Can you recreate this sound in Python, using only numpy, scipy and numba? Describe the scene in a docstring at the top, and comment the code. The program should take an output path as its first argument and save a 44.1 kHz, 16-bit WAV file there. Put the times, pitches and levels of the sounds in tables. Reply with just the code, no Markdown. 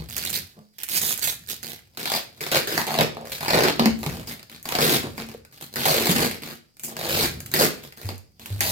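"""Peeling film off a washing machine

Two microphones in a small room: protective film comes off the near dial, then off the door, in separate pulls.
Each pull breaks loose with a snap, swells or eases, and dies away; tiny glue slips, made as noise bursts,
crackle, rattle the sheet and drum on the air pocket under it, a resonance whose note falls as film comes free.
Creases flip as sharp bursts, the hand rubs on the casing as dull noise, and thuds ring single low modes."""
import sys
import numpy as np
from scipy import signal
from scipy.fft import rfft, irfft, next_fast_len
from scipy.io import wavfile
from scipy.ndimage import uniform_filter1d, map_coordinates
from numba import njit

SR = 44100
rng = np.random.default_rng(int(sys.argv[2]) if len(sys.argv) > 2 else 0)


def dump_mix(stems):
    """Bounce the given channels to the path in sys.argv[1] as a 16-bit WAV at rate SR."""
    frames = np.atleast_2d(stems).T  # one column per channel
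    limited = np.clip(frames, -1, 1)  # hard clip at full scale
    pcm = np.round(limited * 32767).astype(np.int16)
    wavfile.write(sys.argv[1], SR, pcm)


N = 384111
TIME = np.arange(N) / SR  # s

# pulls on the film, relative levels at mid-pull: (start [s], length [s], swell over the pull [dB],
# opening snap against the pull's start [dB], crackle [dB], sheet [dB], pocket [dB])
PULLS = [(0, 0.038, -4, 1.5, -56, -48, -44), (0.088, 0.21, 10, 0, -38, -37, -48),
         (0.3298, 0.037, 0, 1.5, -28, -30, -44), (0.569, 0.024, -2, -22, -65.5, -65, -46),
         (0.784, .05, 2, 4.5, -43, -42.5, -57), (0.888, 0.086, 14, 5.5, -27, -32, -46),
         (1.016, .11, 0, 1, -25, -31, -42.5), (1.223, 0.073, -2, -12, -24, -31.5, -44),
         (1.485, 0.029, 3, -56, -31, -32, -46), (1.63, 0.11, -2, 5, -39, -40, -45),
         (1.973, 0.19, 13, 6.5, -35, -33, -36), (2.4078, 0.076, -4, 2, -38, -36, -37),
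         (2.516, 0.053, 6, 1.5, -27, -23, -24), (2.673, .14, 4, 3, -33, -31, -31),
         (2.868, .11, 1.5, 5, -36, -32.5, -28), (2.988, .03, 0, 2, -33, -24.5, -16),
         (3.169, 0.087, 5, 13.5, -66, -53, -39.5), (3.254, 0.058, 5, 2.5, -46, -44, -48),
         (3.319, 0.038, -2.5, 4, -37, -36, -44), (3.407, .07, 2, 1, -38, -35, -32),
         (3.482, 0.039, 0, 4, -34, -28, -25), (3.533, .155, -1, 0, -32, -23, -19),
         (3.795, 0.087, -2, 15.5, -44, -33, -24), (3.985, 0.041, 6, -6, -46, -50.5, -50),
         (4.031, 0.18, -6, 7.5, -45, -42, -37), (4.273, 0.052, -1, -2, -39, -39, -40),
         (4.497, 0.053, 4, 7, -52, -47.5, -51), (4.655, 0.18, 15, 8.5, -36, -33, -32),
         (4.806, .15, 2, -14, -25, -23, -24), (5.029, .035, -2.5, -4.5, -48.5, -44.5, -30),
         (5.179, 0.041, -2.5, 1, -42.5, -38, -36), (5.288, 0.053, -3.5, 7.5, -53, -49.5, -46),
         (5.525, .05, 0, 5, -58, -54, -60), (5.611, 0.025, -2.5, 0, -40, -41, -43),
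         (5.7586, 0.09, 2.5, 5, -33, -31, -33), (5.855, 0.2, -6.5, 0, -27, -25, -25),
         (6.057, 0.064, 2, -3, -25, -24, -24), (6.154, .105, -1, -8, -28, -27, -23),
         (6.312, .045, -3, 11, -44, -43, -42), (6.421, 0.11, -2, -2, -44, -42, -41),
         (6.835, 0.022, 0, -2.5, -29.5, -43.5, -43), (6.871, 0.088, -0.5, -11, -58, -52, -42),
         (6.967, .12, 8, 8, -37, -35, -34), (7.09, .16, 5, -9, -28, -27, -29),
         (7.539, .045, 0.5, 6, -27, -25.5, -26.5), (7.591, 0.057, -1, -5.5, -22, -21, -19.5),
         (7.837, 0.031, -3, 3, -49.5, -47, -46.5), (7.967, 0.13, 6.5, -10, -46, -46.5, -46.5),
         (8.089, 0.05, -6.5, 9, -53.5, -48.5, -39.5), (8.396, 0.14, 4, 1.5, -49, -49.5, -49),
         (8.6068, .11, 1, 8.5, -28, -29, -34.5)]
# spectrum of the slack film: (frequency [Hz], relative level [dB])
SLACK_SHEET = [(500, -11.5), (1050, -8), (1550, 3), (2400, 1.5), (3200, -2), (4500, 1.5), (5500, -4),
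               (8000, -36)]
# spectrum of the front panel: (frequency [Hz], relative level [dB])
FRONT_PANEL = [(25, -26.5), (65, -12), (150, -3.5), (300, -3.5), (800, -1), (1200, -5.5), (2500, -61)]


def amp(db):
    """Decibels to gain."""
    return 10 ** (np.asarray(db) / 20)


def along(points, hz):
    """(Hz, value) points read on a log frequency axis."""
    f, v = np.transpose(points)
    return np.interp(np.log(hz + 1), np.log(f), v)


def filtered(x, response):
    """x times a complex response of frequency."""
    m = next_fast_len(N + SR // 2)
    return irfft(rfft(x, m) * response(np.fft.rfftfreq(m, 1 / SR)), m)[..., :N]


def colour(x, points, size=4096):
    """A causal filter of unit energy with the given spectrum."""
    # folding the cepstrum onto positive times makes the filter minimum phase
    cepstrum = irfft(np.log(amp(along(points, np.fft.rfftfreq(size, 1 / SR)))))
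    cepstrum[1:size // 2] *= 2
    cepstrum[size // 2 + 1:] = 0
    kick = irfft(np.exp(rfft(cepstrum)))
    return filtered(x, lambda hz: rfft(kick, next_fast_len(N + SR // 2))) / np.linalg.norm(kick)


def steady(x, size=1000):
    """x held near rms 1 over a few hundredths of a second; very faint stretches stay lower."""
    power = np.abs(uniform_filter1d(uniform_filter1d(x * x, size), size))
    return x / np.sqrt(power + np.mean(power) / 200)


@njit
def resonate(x, step, damping):
    """A resonance whose frequency (radians a sample) moves."""
    out, place, speed = np.zeros(len(x)), 0., 0.
    for i in range(len(x)):
        speed += step[i] * (damping * (x[i] - speed) - place)
        place += step[i] * speed
        out[i] = speed
    return out


def direct(x, lag_ms):
    """The film is off to the right, so the left microphone hears it later, by a lag that wanders."""
    wander_ms, wanders_per_s = 0.07, 14  # the sounding spot jumps about on the film
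    x = np.ravel(x)
    knots = rng.standard_normal(400)
    lag = lag_ms + wander_ms * np.interp(TIME * wanders_per_s, np.arange(len(knots)), knots)
    left = map_coordinates(x, [np.arange(N) - lag * SR / 1000], order=3)
    return np.array([left, x])


def at_dial():
    """1 while the small, near film on the dial is pulled, 0 for the big one on the door."""
    return np.interp(TIME, [1.7, 1.95], [1, 0])


def pulls():
    """Crackle, sheet and pocket level in dB: each pull tightens, breaks loose, swells evenly, lets go and settles."""
    lead_db, lead_db_per_s = -12, 400  # the film creaks briefly as it tightens before a pull
    release_db_per_s = 330  # a pull dies this fast once the hand stops
    settle_db, settle_db_per_s = -19, 95  # the freed film rustles on, fainter and for longer
    t = TIME[::32]  # a coarse grid is enough for levels
    power = np.full((3, len(t)), amp(-85) ** 2)
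    for start, length, swell_db, _, *levels in PULLS:
        before = np.maximum(start - t, 0)
        after = np.maximum(t - start - length, 0)
        lead = np.where(t < start, amp(lead_db - lead_db_per_s * before), 1)
        held = amp(swell_db * (np.clip((t - start) / length, 0, 1) - .5))
        release = np.maximum(amp(-release_db_per_s * after), amp(settle_db - settle_db_per_s * after))
        power += np.outer(amp(levels), lead * held * release) ** 2
    return [np.interp(TIME, t, 10 * np.log10(p)) for p in power]


def pocket_note():
    """The note of the newest air pocket in Hz, falling evenly in pitch."""
    # a new pocket opens under the lifted film: (time [s], first note [Hz], fall [octaves/s])
    openings = [(2.05, 920, 3.08), (2.499, 618, 3), (2.775, 900, 1.9), (2.939, 740.4, 6.5),
                (3.17, 638, 1.91), (3.404, 945.5, 1.95), (3.5, 619.2, 5.06), (4.679, 1049, 7.5),
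                (5.85, 772, 6), (6.99, 654, 2.4), (7.2, 400, 10), (7.595, 643.5, 17.5),
                (8.608, 799.5, 4.34)]
    lowest_hz = 228  # the pocket grows until its note has sunk to that of the door
    hz = np.full(N, float(lowest_hz))
    for s, first_hz, fall in openings:
        at = int(s * SR)
        hz[at:] = first_hz * 2 ** (-fall * TIME[:N - at])
    return uniform_filter1d(np.maximum(hz, lowest_hz), size=800)


def snap_list(edge_db):
    """Rows (s, crackle dB, sheet dB, pocket dB): the snap that opens each pull, and the creases."""
    # creases that flip on their own: (time [s], relative level [dB], brightness [dB])
    crease_flips = [(0.0996, -40.5, 5), (.1665, -29, 4), (0.18, -32.5, 10.5), (0.2506, -32.5, 8),
                    (0.2948, -40.5, 11.5), (.303, -37.5, 12.5), (0.8342, -31.5, 9), (1.177, -40.5, 13.5),
                    (1.194, -40, 11.5), (1.4737, -50, 11.5), (2.056, -24, -3.5), (2.1184, -23.5, -2),
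                    (2.1389, -24, -6), (2.4655, -28.5, -3.5), (2.7778, -17, -7.5), (2.942, -24.5, -6.5),
                    (3.009, -19.5, -2), (3.5052, -20, -6.5), (3.636, -16, -6), (3.684, -18.5, -7.5),
                    (3.8574, -16.5, -6), (4.063, -24.5, -5), (4.395, -42.5, -4.5), (4.429, -43, -3),
                    (4.6283, -58, 21), (4.6893, -28, 0), (4.7227, -21, -5.5), (4.752, -19, -6),
                    (4.787, -19, -11), (5.45, -47.5, -0.5), (5.7393, -36, -1), (6.096, -20.5, -2),
                    (6.769, -52.5, 2), (6.796, -44, 8), (7.404, -36.5, 4), (7.461, -38, 6.5),
                    (7.5162, -38.5, 7), (7.924, -41.5, -2.5), (8.18, -56, 13.5), (8.459, -34.5, 2)]
    rows = []
    for s, _, swell_db, snap_db, *levels in PULLS:
        rows.append((s, *(np.array(levels) - swell_db / 2 + snap_db)))
    for s, db, bright_db in crease_flips:
        rows.append((s, db + edge_db + bright_db, db, db + edge_db - bright_db))
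    return np.array(rows)


def snaps(rows):
    """A snap is one sharp push: spikes of energy for crackle, sheet and pocket."""
    s, *levels = np.transpose(rows)
    at = (s * SR).astype(int)
    return np.array([np.bincount(at, amp(db) ** 2, N) for db in levels])


def crinkles(pull_db, rate, follow, scatter_db, levels_db):
    """Small creases flip at random, louder when the film is pulled harder: spikes of energy like the snaps."""
    draws = rng.random((900, 2))
    at = (np.cumsum(-np.log(draws[:, 0])) / rate * SR).astype(int)  # rate in flips per s
    at, size = at[at < N], draws[at < N, 1]
    db = follow * (uniform_filter1d(pull_db, size=4000)[at] + 33) + scatter_db * (2 * size - 1)
    return np.outer(amp(levels_db) ** 2, np.bincount(at, amp(db) ** 2, N))


def stall(times, hold, hold_db):
    """The peel line sticks, for about hold seconds, while strain builds up for a snap."""
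    dip = np.zeros(N)
    for s in times:
        near = slice(max(int((s - 5 * hold) * SR), 0), int((s + 5 * hold) * SR))
        dip[near] = np.maximum(dip[near], np.exp(-((TIME[near] - s + hold / 2) / hold) ** 2))
    return amp(hold_db * dip)


def slips(pull_db, rate, growth, scatter, size_db, rub):
    """The glue sticks and slips, more often when pulled harder: a spike of energy a slip, over a faint even rub."""
    turns = np.cumsum(rate * amp(growth * (pull_db + 35))) / SR  # rate in turns per s at -35 dB
    draws = rng.standard_normal((20000, 2))
    at = np.searchsorted(turns, np.cumsum(np.exp(scatter * draws[:, 0])))
    sizes = amp(size_db * np.clip(draws[:, 1], -2, 1))
    inside = at < N
    return np.bincount(at[inside], sizes[inside] ** 2, N) + rub / SR


def flutter(energy, crack_t60, ring_t60, ring):
    """Every spike is a fresh burst: a crack, then the shiver of the film, which differs at each microphone."""
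    def burst(t60, channels):
        keep = amp(-120 / (t60 * SR))  # energy kept per sample, falling 60 dB in t60 seconds
        level = np.sqrt(np.abs(signal.lfilter([1 - keep], [1, -keep], energy)))
        return level * rng.choice([-1, 1], (channels, N))
    crack = direct(burst(crack_t60, channels=1), lag_ms=0.348)
    shiver = burst(ring_t60, channels=2)
    return (crack + ring * shiver) / np.hypot(1, ring)


def taut(drive, excess_db, turn_db, width_db):
    """Slack film drums and rattles low; stretched film crackles more than it drums, and rattles high."""
    # spectrum of the stretched film: (frequency [Hz], relative level [dB])
    stretched_sheet = [(700, -33.5), (1200, -4), (1800, 4), (2800, 4), (3700, 7), (4700, 6.5), (5700, 0),
                       (8000, -11)]
    tension = .5 + .5 * np.tanh((excess_db - turn_db) / width_db)
    return steady(tension * colour(drive, stretched_sheet) + (1 - tension) * colour(drive, SLACK_SHEET))


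def crumple(x, patchy_db):
    """As the film changes shape its facets favour ever different frequencies."""
    z = signal.stft(x, nperseg=256)[2]
    field = rng.standard_normal(z.shape[1:])
    field = uniform_filter1d(uniform_filter1d(field, size=5, axis=0), size=9, axis=1)
    gain = amp(patchy_db * field / field.std())
    return signal.istft(z * gain / np.sqrt(np.mean(gain ** 2)), nperseg=256)[1][:, :N]


def pocket(drive, note_hz, damping, note_db, door_db):
    """The panel thrums; on the door the pocket adds its falling note, and a large pocket moves the door's own modes."""
    # modes of the door: (frequency [Hz], width [Hz], relative level [dB])
    door_modes = [(153.4, 20, 4), (229.9, 2.8, 11), (347.6, 38, -2), (433, 20, -8), (465, 13, -8),
                  (710, 4.3, -3)]

    def door(f):
        return sum(amp(db) * 1j * f * w / (c * c - f * f + 1j * f * w) for c, w, db in door_modes)
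    thrum = colour(drive, FRONT_PANEL)
    note = (1 - at_dial()) * resonate(thrum, 2 * np.pi * note_hz / SR, damping)
    area = (300 / note_hz) ** 0.33  # a lower note means a larger pocket
    return steady(amp(note_db) * note + area * (thrum + amp(door_db) * filtered(thrum, door)))


def film():
    """Slips and snaps sound through the peel line, the loose sheet and the pocket: (bright part, low part)."""
    # spectrum of the peel line: (frequency [Hz], relative level [dB])
    peel_line = [(2500, -46), (5000, -12), (6500, 4.5), (10300, 1.5), (11800, 4.5), (14500, 5.5),
                 (16000, -5.5)]
    crackle_db, sheet_db, pocket_db = pulls()
    pull_db = np.maximum(crackle_db, sheet_db)
    stretch_db = crackle_db - pocket_db  # a stretched film tears finer than a slack one
    note_hz, dial = pocket_note(), at_dial()
    snapping = snap_list(edge_db=-2)
    going = stall(snapping[:, 0], hold=0.013, hold_db=-3.5)

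    # the small film lets go in a dry, nearly even ticking; the big one tears unevenly and shivers
    ticks = slips(pull_db, rate=170, growth=.9, scatter=.3, size_db=3, rub=15)
    tears = slips(pull_db + .9 * stretch_db, rate=210, growth=.6, scatter=.6, size_db=4.5, rub=14)
    peel = dial * steady(flutter(ticks, crack_t60=.003, ring_t60=.025, ring=.55))
    peel += (1 - dial) * steady(flutter(tears, crack_t60=0.0041, ring_t60=0.079, ring=1.0))

    small_creases = crinkles(pull_db, rate=32, follow=0.74, scatter_db=5.5, levels_db=[-41, -40, -42])
    crack, flap, knock = snaps(snapping) + small_creases

    crackle = peel * going * amp(crackle_db)
    crackle += amp(25) * flutter(crack, crack_t60=0.0022, ring_t60=0.059, ring=0.82)
    sheet = taut(peel, stretch_db, turn_db=1, width_db=7.5) * going * amp(sheet_db)
    flaps = flutter(flap, crack_t60=0.01, ring_t60=0.055, ring=0.87)
    sheet += amp(23.5) * colour(flaps, SLACK_SHEET)
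    low = going * amp(pocket_db) * pocket(peel[1], note_hz, damping=0.2, note_db=12, door_db=9)
    knocks = flutter(knock, crack_t60=0.0036, ring_t60=0.096, ring=1.0)[1]
    low += amp(18.5) * colour(knocks, FRONT_PANEL)
    return colour(crackle, peel_line) + crumple(sheet, patchy_db=3.0), low


def thuds():
    """The hand and the released film thud on the machine: soft blows, each ringing one low mode."""
    # (time [s], frequency [Hz], level before rise and decay [dB], rise [s], t60 [s])
    blows = [(0, 68, -30, 0.0044, 0.23), (0, 155, -23.5, 0.0021, 0.11), (.565, 211, -38.5, 0.019, 0.33),
             (3.796, 230.2, -11, 0.0018, 0.23), (3.858, 224.7, -7, 0.0031, 0.22),
             (4.063, 148.8, -18.5, 0.0046, 0.14), (5.19, 225.6, -31, 0.0066, 0.44),
             (5.347, 467, -24, 0.00055, 0.032), (6.089, 173, -2.5, 0.024, 0.09),
             (8.045, 97.2, -14, 0.025, 0.27), (8.503, 101, -19, 0.013, 0.47)]
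    out, t = np.zeros(N + SR), np.arange(SR // 2) / SR
    for s, hz, db, rise, t60 in blows:
        envelope = amp(db - 60 * t / t60) * (1 - np.exp(-t / rise))
        out[int(s * SR):][:len(t)] += envelope * np.sin(2 * np.pi * hz * t)
    return out[:N]


def hand():
    """The hand rubs and leans on the machine: dull, uneven rumble of skin on the casing."""
    # how strongly the hand rubs: (time [s], level [dB])
    rubbing = [(0, -49), (.42, -42.5), (.65, -85), (1, -48.5), (1.6, -55.5), (1.9, -62), (3.3, -52),
               (4.15, -36), (4.5, -62), (5.05, -40), (5.55, -63), (6.2, -36.5), (6.7, -70), (7.25, -33.5),
               (7.95, -60), (8.35, -63), (8.7, -36)]
    # spectrum of the rubbing: (frequency [Hz], relative level [dB])
    rumble = [(25, -30.5), (70, 5.5), (140, 3.5), (240, -5.5), (600, -22), (2500, -32)]
    s, db = np.transpose(rubbing)
    return amp(np.interp(TIME, s, db)) * colour(rng.standard_normal(N), rumble)


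def hush():
    """The faint even noise of the room."""
    # spectrum of the still room: (frequency [Hz], relative level [dB])
    still_room = [(25, -12.5), (120, -6.5), (400, -22), (1200, -39.5), (3200, -68), (4700, -13),
                  (6500, -29.5), (16000, -38.5)]
    return colour(rng.standard_normal((2, N)), still_room)


def echoes(x, decay, delay, size=8192):
    """Diffuse reflections at two microphones; their pattern is redrawn block by block, as the hands move."""
    out = np.zeros((2, N + 2 * SR))
    for start in range(0, N, size):
        hz, t, z = signal.stft(rng.standard_normal((2, SR // 3)), SR, nperseg=256)
        fading = amp(-60 * t / along(decay, hz)[:, None])
        tail = signal.istft(z * fading, SR, nperseg=256)[1]
        tail /= np.linalg.norm(tail, axis=1, keepdims=True)
        wet = signal.fftconvolve(x[None, start:start + size], tail, axes=1)
        out[:, start + int(delay * SR):][:, :wet.shape[1]] += wet
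    return out[:, :N]


def scene():
    """Film, thuds and hand heard directly, film and thuds also through the room, over the hush."""
    # decay of the small room: (frequency [Hz], t60 [s])
    room_decay = [(150, 0.38), (400, 0.48), (1000, 0.32), (3000, 0.36), (8000, 0.27), (16000, 0.17)]
    bright, low = film()
    low = low + thuds()
    dial = at_dial()  # the dial is nearer than the door, and further right
    to_room = amp(-2 * dial) * (amp(-6.0) * bright[1] + amp(-10.0) * low)
    room = echoes(to_room, room_decay, delay=.006)
    sides = amp(np.outer([-4.5, 2.5], dial))  # left and right gain
    near = bright * sides + direct(low + hand(), lag_ms=0.26)
    return near + room + amp(-67.5) * hush()


def record(dry):
    """The sharpest peaks are rounded off, and nothing is kept above the band limit."""
    ceiling, top_hz = .9, 16100
    rounded = ceiling * dry / (ceiling ** 4 + dry ** 4) ** .25
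    return filtered(rounded, lambda hz: hz < top_hz)


dry = scene()
out = record(dry)
dump_mix(out)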